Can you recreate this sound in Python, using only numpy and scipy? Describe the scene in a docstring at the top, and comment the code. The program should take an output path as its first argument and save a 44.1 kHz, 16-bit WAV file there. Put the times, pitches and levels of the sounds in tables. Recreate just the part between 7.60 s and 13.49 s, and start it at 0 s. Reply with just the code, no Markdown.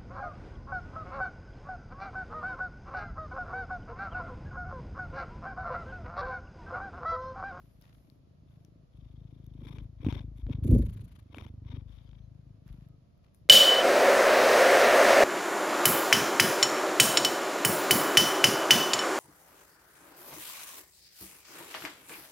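"""A purring cat close to a phone on a quilt: about 26 throat pulses a second, each a damped thud, rattle and ring.
It turns and noses the phone. Its sniffs and breaths are noise shaped by the nose and chopped by the purr;
their air buffets the microphone ports as low-passed noise, and the throat snaps open in short noise puffs.
Fur and cloth rustle as banded noise, which also gives the blow's unchopped tail; ticks are short decaying bursts.
Shaped noise makes the quiet room."""
import sys
import numpy as np
from scipy import signal
from scipy.fft import rfft, irfft, next_fast_len
from scipy.io import wavfile
from scipy.ndimage import uniform_filter1d, map_coordinates

SR = 44100
rng = np.random.default_rng(int(sys.argv[2]) if len(sys.argv) > 2 else 0)


def store_pcm(level_fs):
    """Save levels as 16-bit WAV."""
    pcm = np.round(np.clip(level_fs, -1, 1) * 32767).astype(np.int16)
    wavfile.write(sys.argv[1], SR, np.atleast_2d(pcm).T)


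def undo_db(level):
    """Turn decibels back into plain size, where 20 dB means ten times bigger."""
    steps = np.asarray(level, float) / 20
    return 10 ** steps


N = 259749

# purr clock: (time [s], throat pulses so far [count])
PURR_CLOCK = [(-.03, 0), (.226, 7), (1.349, 37), (1.58, 43), (1.802, 49), (2.184, 59), (2.406, 65),
              (2.608, 70), (2.869, 77), (3.028, 81), (3.134, 84), (3.402, 91), (3.624, 97), (4.262, 113),
              (5.023, 133), (5.266, 139), (5.736, 151), (5.94, 156)]
# purr effort: (time [s], thud level [dB], chest ring above the thud [dB])
PURR_EFFORT = [(0, -58, -4), (.44, -64.5, 0), (.5, -64, -15), (.62, -63.5, -18), (.85, -57.5, -22),
               (1.24, -59, -5), (1.28, -80, -6), (1.35, -54, -1.5), (1.48, -50, -4), (1.84, -51, -2.5),
               (2.2, -43.5, 1), (2.36, -55, -2), (2.48, -32.5, -8), (2.58, -41, -1), (2.82, -50.5, 9.5),
               (2.91, -32, -8), (3.02, -38.5, -5), (3.5, -60, 7), (3.67, -55, -16), (3.89, -45, -6),
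               (4.0, -47, -10.5), (4.16, -40, -11), (4.34, -55.5, 7.5), (4.46, -55, -3), (4.56, -53, 0.5),
               (4.92, -52, -13), (4.99, -58.5, -16), (5.09, -48, -4), (5.33, -54.5, -6), (5.5, -77, -12),
               (5.64, -75, -7), (5.86, -57.5, -9), (5.89, -64, -10)]
# head turning and nearing: (time [s], thud pitch [Hz], left over right [dB])
HEAD = [(0, 121, 3.5), (1.25, 137, 3.5), (1.4, 112.2, 5), (2.0, 125.7, 4.5), (2.5, 104.7, 5),
        (3.0, 102.5, 2), (3.7, 90.4, -1.5), (3.95, 97, -1.5), (4.35, 96, 11), (4.6, 115, 7),
        (5.0, 118.4, 3.5), (5.1, 131, 4), (5.89, 127, 5)]
# throat resonances, applied twice: (centre [Hz], width [Hz], gain [dB])
THROAT_MODES = [(123, 293, -1), (320, 91, -5.5)]
TURN_S = 1.3  # the breath reverses and the pulses change sign
CHEST_HZ, RATTLE_HZ = 47.7, 249.6
RATTLE_DB, RATTLE_WAVER_DB = -15.5, 4.5  # above the thud; slow chance swing

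# sniffs in: (start [s], end [s], nose hiss [dB], nostril fizz [dB], port flutter [dB])
SNIFFS = [(1.95, 2.296, -63.5, -72, -47.5), (2.382, 2.661, -53.5, -71, -44.5),
          (2.732, 2.856, -72, -75.5, -63), (2.865, 2.997, -62, -77.5, -38.5),
          (3.676, 3.932, -58, -68, -55.5), (4.025, 4.244, -58, -84, -55.5)]
# quiet breaths: (start [s], length [s], nose hiss [dB], nostril fizz [dB], purr chop depth [dB])
BREATHS = [(0.884, 0.065, -84.5, -86, 10), (1.346, 0.66, -77, -88.5, 12), (4.294, 0.12, -75, -89, 2.5),
           (4.478, .09, -74, -97, 15)]
# long blow out, straight at the phone: (start [s], length [s])
BLOW_SPAN_S = (3.035, .58)
# where the throat shuts, ever earlier as the air runs out: (at blow start [cycle 0-1], at blow end [cycle 0-1])
BLOW_SHUTS = (.72, .5)
# upper nasal passages: (centre [Hz], width [Hz], gain [dB])
UPPER_NOSE_MODES = [(3300, 487, -2.5), (3725, 240, -2), (4170, 79, -14.5), (5720, 400, -16.5)]
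# lower nasal passages: (centre [Hz], width [Hz], gain [dB])
LOWER_NOSE_MODES = [(962, 204, 1), (2346, 320, -3)]
# open nostril: (centre [Hz], width [Hz], gain [dB])
NOSTRIL_MODES = [(1690, 2050, -7.5), (3870, 1470, -6), (6900, 200, -20)]
# nostril fizz spectrum: (frequency [Hz], relative density [dB])
FIZZ_SPECTRUM = [(2650, -38), (4500, -7), (5310, -21), (6880, -0.5), (8120, -0.5), (9480, 2), (9880, 1),
                 (10300, -1), (11100, -2), (14000, -5), (15500, -22)]
# lead of the left port over the right, hiss: (frequency [Hz], phase [rad])
HISS_LEAD = [(300, -21.5), (950, 7.5), (1640, 1.5), (2930, 10.5), (5250, 13.5)]
# lead of the left port over the right, fizz: (frequency [Hz], phase [rad])
FIZZ_LEAD = [(4500, 2), (7670, -3), (11200, -5.5), (13400, -9), (15300, -4)]
SNIFF_EDGE_DB, SNIFF_SQUARE, SNIFF_PEAK = 35.5, 2.36, 0.47  # fall at the ends, squareness, place of the top 0-1
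SNIFF_FLICKER_DB = 4  # chance swing of the fizz
CHOP_DB, CHOP_GROWS_DB_PER_S = 2, 3  # the purr chops the later sniffs deeper
BLOW_HISS_DB, BLOW_FIZZ_DB = -66, -63.5
BLOW_SAG_DB_PER_S, BLOW_SWELL_DB = 15, 12.5  # the fizz also swells with the gust
BLOW_ATTACK_S, BLOW_RELEASE_S, BLOW_FLICKER_DB = .05, .12, 1.5  # times per 60 dB

# throat snapping open, each puff 1.5 ms after its time: (time [s], relative level [dB])
SNAPS = [(2.068, -47), (2.183, -44), (2.405, -59), (2.446, -39), (2.464, -43), (2.485, -39), (2.524, -35),
         (2.564, -46.5), (2.605, -49), (2.865, -51), (2.896, -50.5), (2.931, -47), (3.744, -37),
         (3.782, -32), (3.821, -48), (3.864, -46.5), (4.126, -59), (4.49, -55.5), (4.53, -60)]

# air of the blow on the ports: (time [s], boom level [dB])
GUST = [(2.96, -97), (3.001, -46), (3.051, -23), (3.085, -20.5), (3.142, -12), (3.21, -22), (3.266, -32),
        (3.342, -40), (3.441, -38), (3.476, -51.5), (3.558, -49), (3.66, -90)]
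# low boom spectrum: (frequency [Hz], relative density [dB])
BOOM_SPECTRUM = [(20, -41), (36, -17.5), (52, 5), (80, 3.5), (100, 3), (150, -4), (230, -8.5), (330, -72)]
# quicker flutter spectrum: (frequency [Hz], relative density [dB])
FLUTTER_SPECTRUM = [(88, -30.5), (150, -2.5), (182, -17.5), (238, 3.5), (449, -14.5), (619, -22),
                    (700, -38.5), (1200, -58), (1560, -88.5), (2640, -120)]
FLUTTER_DB, FLUTTER_GROWS = -5, 1.47  # above the boom at the gust's top; swings wider than the boom
THROB_DB, THROB_FIRST_DB, THROB_FADE_S = 4, 14, 0.14  # boom throb depth: lasting, extra at first, its fading

# faint airy whistles: (start [s], end [s], start pitch [Hz], end pitch [Hz], level [dB])
WISPS = [(4.24, 4.62, 4800, 4720, -90), (4.61, 4.7, 4250, 3950, -82), (4.58, 4.67, 6000, 6200, -86),
         (5.26, 5.38, 1290, 1250, -83), (5.53, 5.68, 1290, 1330, -90)]
# knocks of the face on the phone: (time [s], relative level [dB])
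BUMPS = [(.832, -51.5), (2.464, -16.5)]
# phone body resonances, applied twice: (centre [Hz], width [Hz], gain [dB])
BODY_MODES = [(89, 57, 2.5), (288, 127, 1)]
# rubbing of fur on cloth, and at 3.244 s the unchopped hiss of the blow's tail:
# (start [s], length [s], grainy noise level [dB], fine noise level [dB])
RUBS_AND_BLOW_TAIL = [(0, 0.2, -79.5, -78), (0.219, 0.071, -72, -80.5), (0.337, 0.22, -81.5, -79.5),
                      (.9, .06, -80.5, -88), (1.0, 0.075, -91, -90), (3.244, 0.46, -72, -97),
                      (4.282, 0.38, -77.5, -95), (4.75, 0.38, -85.5, -99), (5.066, 0.19, -74, -83.5),
                      (5.64, 0.028, -78.5, -104), (5.746, 0.017, -98, -77.5)]
RUB_ATTACK_S, RUB_SAG_DB_PER_S, RUB_RELEASE_S = .05, 30, .3  # times per 60 dB
# ticks of whiskers and threads: (time [s], relative level [dB], centre [Hz], left over right [dB])
TICKS = [(0.2132, -45.5, 11800, -5), (0.2227, -50, 5070, 18), (0.5, -55.5, 4450, 31.5),
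         (1.049, -47.5, 5800, 14), (1.843, -54, 3360, 8.5), (1.8653, -46.5, 13300, 4),
         (5.0655, -57, 1520, 4), (5.079, -45.5, 1620, -11), (5.1285, -52, 3600, 16),
         (5.287, -55, 13000, -6), (5.578, -60, 12500, 5), (5.6466, -52.5, 2150, 5), (5.7468, -48, 9800, 17)]
# room hush spectrum: (frequency [Hz], relative density [dB])
ROOM_SPECTRUM = [(15, -46.5), (25, -5), (101, -1), (133, -3), (378, -21), (684, -19.5), (782, -30.5),
                 (1270, -31), (1490, -37), (4870, -40), (7100, -47), (8130, -58.5), (9550, -49),
                 (12200, -50.5), (15500, -84.5)]
# room hush likeness of the channels: (frequency [Hz], left-right likeness [0-1])
ROOM_ALIKE = [(100, 0.74), (500, 0.073), (2500, 0), (11000, 0.17)]
ROOM_DB = -61
MIC_LOW_HZ = 41.7
MIC_NOTCH_HZ, MIC_NOTCH_WIDTH_HZ, MIC_NOTCH_DB = 8250, 600, -14  # the port cancels a narrow band


def unit(x):
    """Scaled to rms 1."""
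    return x / np.sqrt(np.mean(x ** 2) + 1e-20)


def along(points, hz):
    """(Hz, value) points interpolated on a log axis."""
    f, v = np.transpose(points)
    return np.interp(np.log(hz + 1), np.log(f + 1), v)


def curves(rows, **ends):
    """One value per sample for each column after the time."""
    s, *cols = np.transpose(rows)
    return [np.interp(np.arange(N) / SR, s, c, **ends) for c in cols]


def filtered(x, response):
    """x times a complex response of frequency."""
    m = next_fast_len(N + SR // 2)
    return irfft(rfft(x, m) * response(np.fft.rfftfreq(m, 1 / SR)), m)[..., :N]


def modes(table):
    """Causal response of (Hz, width Hz, dB) resonances, summed with alternating sign."""
    def response(f):
        total = 0
        for k, (centre, width, db) in enumerate(table):
            damping = 1j * f * width
            total = total + (-1) ** k * undo_db(db) * damping / (centre ** 2 - f ** 2 + damping)
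        return total
    return response


def wobble(rate):
    """A smooth random curve, rate knots a second."""
    knots = rng.standard_normal(int(N * rate / SR) + 4)
    return map_coordinates(knots, [np.arange(N) * rate / SR])


def pair(response, alike, lead=lambda hz: 0 * hz):
    """Stereo noise of rms 1 with a left-right likeness and a left phase lead at each frequency."""
    turn = lambda hz: np.arccos(np.clip(alike(hz), -1, 1)) / 2
    mid_side = lambda hz: response(hz) * [np.cos(turn(hz)), np.sin(turn(hz))]
    mid, side = filtered(rng.standard_normal((2, N)), mid_side)
    stereo = np.array([mid + side, mid - side])
    return unit(filtered(stereo, lambda hz: np.exp(.5j * np.outer([1, -1], lead(hz)))))


def pan(db):
    """Left and right gains for a left-over-right level."""
    return np.array([undo_db(db / 2), undo_db(-db / 2)])


def held(start_s, length_s, attack_s, sag_db_per_s, release_s):
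    """Level in dB of a stroke that sets in, sags while held and lets go; attack and release per 60 dB."""
    t = np.arange(N) / SR - start_s
    attack = -60 * (-t / attack_s).clip(0)
    release = -60 * ((t - length_s) / release_s).clip(0)
    return attack - sag_db_per_s * t.clip(0) + release


def purr():
    """Each closing of the throat thuds, rattles and rings the chest; a breathy rumble fills the gaps."""
    thud_db, ring_db = curves(PURR_EFFORT)
    thud_hz, pan_db = curves(HEAD)
    at_s = beats(jitter_s=0.00083)
    beat_hz = thud_hz[(at_s * SR).astype(int).clip(0, N - 1)]
    thud = knocks(at_s, beat_hz, cycles=.62, scatter_db=1.2, late_s=.001)
    rattle = knocks(at_s, RATTLE_HZ + 0 * at_s, cycles=0.78, scatter_db=4.0, late_s=-0.00055)
    ring = knocks(at_s, CHEST_HZ + 0 * at_s, cycles=1.0, scatter_db=4.5, late_s=0.013)
    rattle_gain = undo_db(RATTLE_DB + RATTLE_WAVER_DB * wobble(5))
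    pulses = thud + rattle_gain * rattle + undo_db(ring_db) * ring
    breathy = pair(lambda f: modes(THROAT_MODES)(f) ** 2, lambda f: 0.53 + 0 * f)
    return undo_db(thud_db) * (pan(pan_db) * pulses + undo_db(-19) * breathy)


def beats(jitter_s):
    """Times of the throat cycles, a little uneven."""
    s, count = np.transpose(PURR_CLOCK)
    total = int(count[-1])
    return np.interp(np.arange(total), count, s) + jitter_s * rng.standard_normal(total)


def knocks(at_s, hz, cycles, scatter_db, late_s):
    """A soft-starting damped swing at each time: it swells for the given cycles and dies; rms 1 in sum."""
    draw = rng.standard_normal((len(at_s), 2))
    hz = (hz * (1 + .05 * draw[:, 0]))[:, None]
    t = np.arange(SR // 10) / SR
    swell = t * hz / cycles
    swing = swell ** 2 * np.exp(2 * (1 - swell)) * np.cos(2 * np.pi * (hz * t - cycles + 0.075))
    size = undo_db(scatter_db * draw[:, 1]) * np.where(at_s < TURN_S, -1, 1)
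    # one second of headroom lets early swings start before zero
    start = np.round((at_s + late_s - cycles / hz[:, 0] + 1) * SR).astype(int)
    index = start[:, None] + np.arange(len(t))
    summed = np.bincount(index.ravel(), (size[:, None] * swing).ravel(), N + 2 * SR)
    return unit(summed[SR:SR + N])


def sniffs():
    """Sniffs, breaths and the blow: chopped nose hiss near the left port, with fine nostril fizz."""
    upper, lower, wide = [pair(modes(m), lambda f: 0.61 + 0 * f, lambda f: along(HISS_LEAD, f))
                          for m in (UPPER_NOSE_MODES, LOWER_NOSE_MODES, NOSTRIL_MODES)]
    fizz = pair(lambda f: undo_db(along(FIZZ_SPECTRUM, f)), lambda f: 1 + 0 * f, lambda f: along(FIZZ_LEAD, f))
    grain, chance = undo_db(2.85 * wobble(150)), wobble(35)
    t = np.arange(N) / SR

    def air(shape_db, hiss_db, fizz_db, flicker_db, lower_db, nostril_db, pan_db):
        """One breath's mix of passages."""
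        colour = upper + undo_db(lower_db) * lower + undo_db(nostril_db) * wide
        colour = colour / np.sqrt(1 + undo_db(2 * lower_db) + undo_db(2 * nostril_db))
        hiss = undo_db(hiss_db) * grain * pan(np.array([pan_db])) * colour
        return undo_db(shape_db) * (hiss + undo_db(fizz_db) * undo_db(flicker_db * chance) * fizz)

    drawn = sum(air(arch(start, end), hiss_db, fizz_db, SNIFF_FLICKER_DB, lower_db=2.5, nostril_db=-10, pan_db=15)
                for start, end, hiss_db, fizz_db, _ in SNIFFS)
    drawn_chop_db = CHOP_DB + CHOP_GROWS_DB_PER_S * (t - SNIFFS[1][0]).clip(0)

    quiet = 0
    for start, length, hiss_db, fizz_db, chop_db in BREATHS:
        shape_db = held(start, length, attack_s=0.095, sag_db_per_s=6.1, release_s=.25)
        breath = air(shape_db, hiss_db, fizz_db, 4.7, lower_db=-3.5, nostril_db=-9, pan_db=15)
        quiet = quiet + flow(0.66, chop_db, 1 - chop_db / 60) * breath

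    start, length = BLOW_SPAN_S
    gust = undo_db(curves(GUST)[0] - np.max(np.transpose(GUST)[1]))
    shape_db = held(start, length, BLOW_ATTACK_S, BLOW_SAG_DB_PER_S, BLOW_RELEASE_S)
    fizz_db = BLOW_FIZZ_DB + BLOW_SWELL_DB * gust ** .5
    blown = air(shape_db, BLOW_HISS_DB, fizz_db, BLOW_FLICKER_DB, lower_db=12, nostril_db=15, pan_db=16.5)
    shuts = np.interp(t, [start, start + length], BLOW_SHUTS)
    return flow(.66, drawn_chop_db, .77) * drawn + quiet + flow(shuts - .28, 14, shuts) * blown


def arch(start_s, end_s):
    """Level in dB of one sniff: a flat-topped arch."""
    part = (np.arange(N) / SR - start_s) / (end_s - start_s) - SNIFF_PEAK
    away = np.where(part < 0, -part / SNIFF_PEAK, part / (1 - SNIFF_PEAK))
    return -SNIFF_EDGE_DB * away.clip(0, 2) ** SNIFF_SQUARE


def flow(place, swell_db, shuts):
    """Air flow per throat cycle: swells to a peak at place (0-1), drops 18 dB once the throat shuts."""
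    cycle = curves(PURR_CLOCK)[0] % 1
    swell = undo_db(swell_db * (np.cos(2 * np.pi * (cycle - place)) - 1) / 2)
    shut = uniform_filter1d(1. * (cycle > shuts), size=90)
    return swell * undo_db(-18 * shut)


def snaps():
    """The throat snaps open: a short decaying noise puff through the nasal passages."""
    puffs, t = np.zeros(N), np.arange(150) / SR
    for s, db in SNAPS:
        puff = undo_db(-60 * t / 0.0049) * rng.standard_normal(len(t))
        puffs[round((s + .0015) * SR):][:len(t)] = undo_db(db + 12) * puff
    dull = lambda f: 1 / (1 + 1j * f / 4500) ** 2
    passages = modes([(600, 900, 3)] + LOWER_NOSE_MODES + UPPER_NOSE_MODES)
    return pan(np.array([11])) * filtered(puffs, lambda f: dull(f) * passages(f))


def blast():
    """Air on both ports: in each cycle a sharp flutter, then a lower one, then the boom."""
    boom_db, = curves(GUST, left=-120, right=-120)
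    top_db = boom_db.max()
    blown = undo_db(top_db + FLUTTER_DB + FLUTTER_GROWS * (boom_db - top_db))
    drawn = undo_db(5.4 * wobble(25.01)) * sum(undo_db(db + 0.86 * arch(a, b)) for a, b, _, _, db in SNIFFS)
    since_blow_s = (np.arange(N) / SR - BLOW_SPAN_S[0]).clip(0)
    throb_db = THROB_DB + THROB_FIRST_DB * np.exp(-since_blow_s / THROB_FADE_S)
    cycles = curves(PURR_CLOCK)[0]
    dip = lambda place: (np.cos(2 * np.pi * (cycles - place)) - 1) / 2  # 0 at place, -1 half a cycle off
    flutter = lambda f: undo_db(along(FLUTTER_SPECTRUM, f))
    boom = undo_db(boom_db + throb_db * dip(.02)) * pair(lambda f: undo_db(along(BOOM_SPECTRUM, f)), lambda f: .97 + 0 * f)
    sharp = undo_db(18 * dip(.62)) * pair(lambda f: flutter(f) * (f > 370), lambda f: .88 + 0 * f)
    lower = undo_db(12 * dip(.8)) * pair(lambda f: flutter(f) * (f < 370), lambda f: .96 + 0 * f)
    return boom + (blown + drawn) * (lower + undo_db(-9.5) * sharp)


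def wisps():
    """Thin gliding tones that fade in and out; unsteady air blurs their pitch."""
    out, t = np.zeros(N), np.arange(N) / SR
    for start, end, hz_from, hz_to, db in WISPS:
        part = np.clip((t - start) / (end - start), 0, 1)
        pitch_hz = (hz_from + (hz_to - hz_from) * part) * (1 + .018 * wobble(300))
        fade = np.sqrt(np.sin(np.pi * part).clip(0))
        out += undo_db(db + 4.6 * wobble(40)) * fade * np.sin(2 * np.pi * np.cumsum(pitch_hz) / SR)
    return pan(np.array([5])) * out


def bumps():
    """A soft push of the face: an impulse rings the phone's body."""
    blows = np.zeros(N)
    for s, db in BUMPS:
        blows[round(s * SR)] = undo_db(db + 38.5)
    return filtered(blows, lambda f: modes(BODY_MODES)(f) ** 2)


def rustle_and_blow_tail():
    """Fur rubbing on cloth, and the blow's unchopped tail: grainy and fine smooth banded noise."""
    grainy_band = modes([(1010, 780, 1.5), (3400, 2800, -5.0)])
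    fine_band = modes([(11800, 3000, 1), (4900, 2500, -3)])
    grainy = undo_db(4.26 * wobble(200)) * pair(grainy_band, lambda f: 0.03 + 0 * f)
    grainy = pan(np.array([3])) * grainy
    fine = pair(lambda f: fine_band(f) ** 2 / (1 + (f / 13800) ** 30), lambda f: 0.13 + 0 * f)
    out = 0
    for s, length, grainy_db, fine_db in RUBS_AND_BLOW_TAIL:
        stroke = undo_db(held(s, length, RUB_ATTACK_S, RUB_SAG_DB_PER_S, RUB_RELEASE_S))
        out = out + stroke * (undo_db(grainy_db) * grainy + undo_db(fine_db) * fine)
    return out


def ticks():
    """Tiny dry snaps of whiskers and threads: a sine plus noise, 60 dB down in 5.5 ms."""
    out, t = np.zeros((2, N + 400)), np.arange(400) / SR
    for s, db, hz, pan_db in TICKS:
        burst = np.sin(2 * np.pi * hz * t) + 0.69 * rng.standard_normal((2, len(t)))
        snap = undo_db(-60 * t / 0.0055) * burst
        out[:, round(s * SR):][:, :len(t)] += undo_db(db - 10.5) * pan(np.array([pan_db])) * snap
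    return out[:, :N]


def room():
    """Steady hush: shaped stereo noise, most alike between channels in the bass."""
    return undo_db(ROOM_DB) * pair(lambda f: undo_db(along(ROOM_SPECTRUM, f)), lambda f: along(ROOM_ALIKE, f))


def scene():
    """The cat, the cloth and the room's hush."""
    cat = purr() + sniffs() + snaps() + blast() + wisps()
    return cat + bumps() + rustle_and_blow_tail() + ticks() + room()


def top_cut(x):
    """Nothing passes above the cut-off."""
    return signal.sosfilt(signal.butter(12, 15730, fs=SR, output="sos"), x)


def record(dry):
    """The microphone drops the deepest bass and a narrow treble band."""
    notch = lambda f: undo_db(MIC_NOTCH_DB * np.exp(-((f - MIC_NOTCH_HZ) / MIC_NOTCH_WIDTH_HZ) ** 2))
    low_cut = lambda f: f ** 2 / np.sqrt(f ** 4 + MIC_LOW_HZ ** 4)
    heard = filtered(dry, lambda f: notch(f) * low_cut(f))
    return top_cut(heard)


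dry = scene()
out = record(dry)
store_pcm(out)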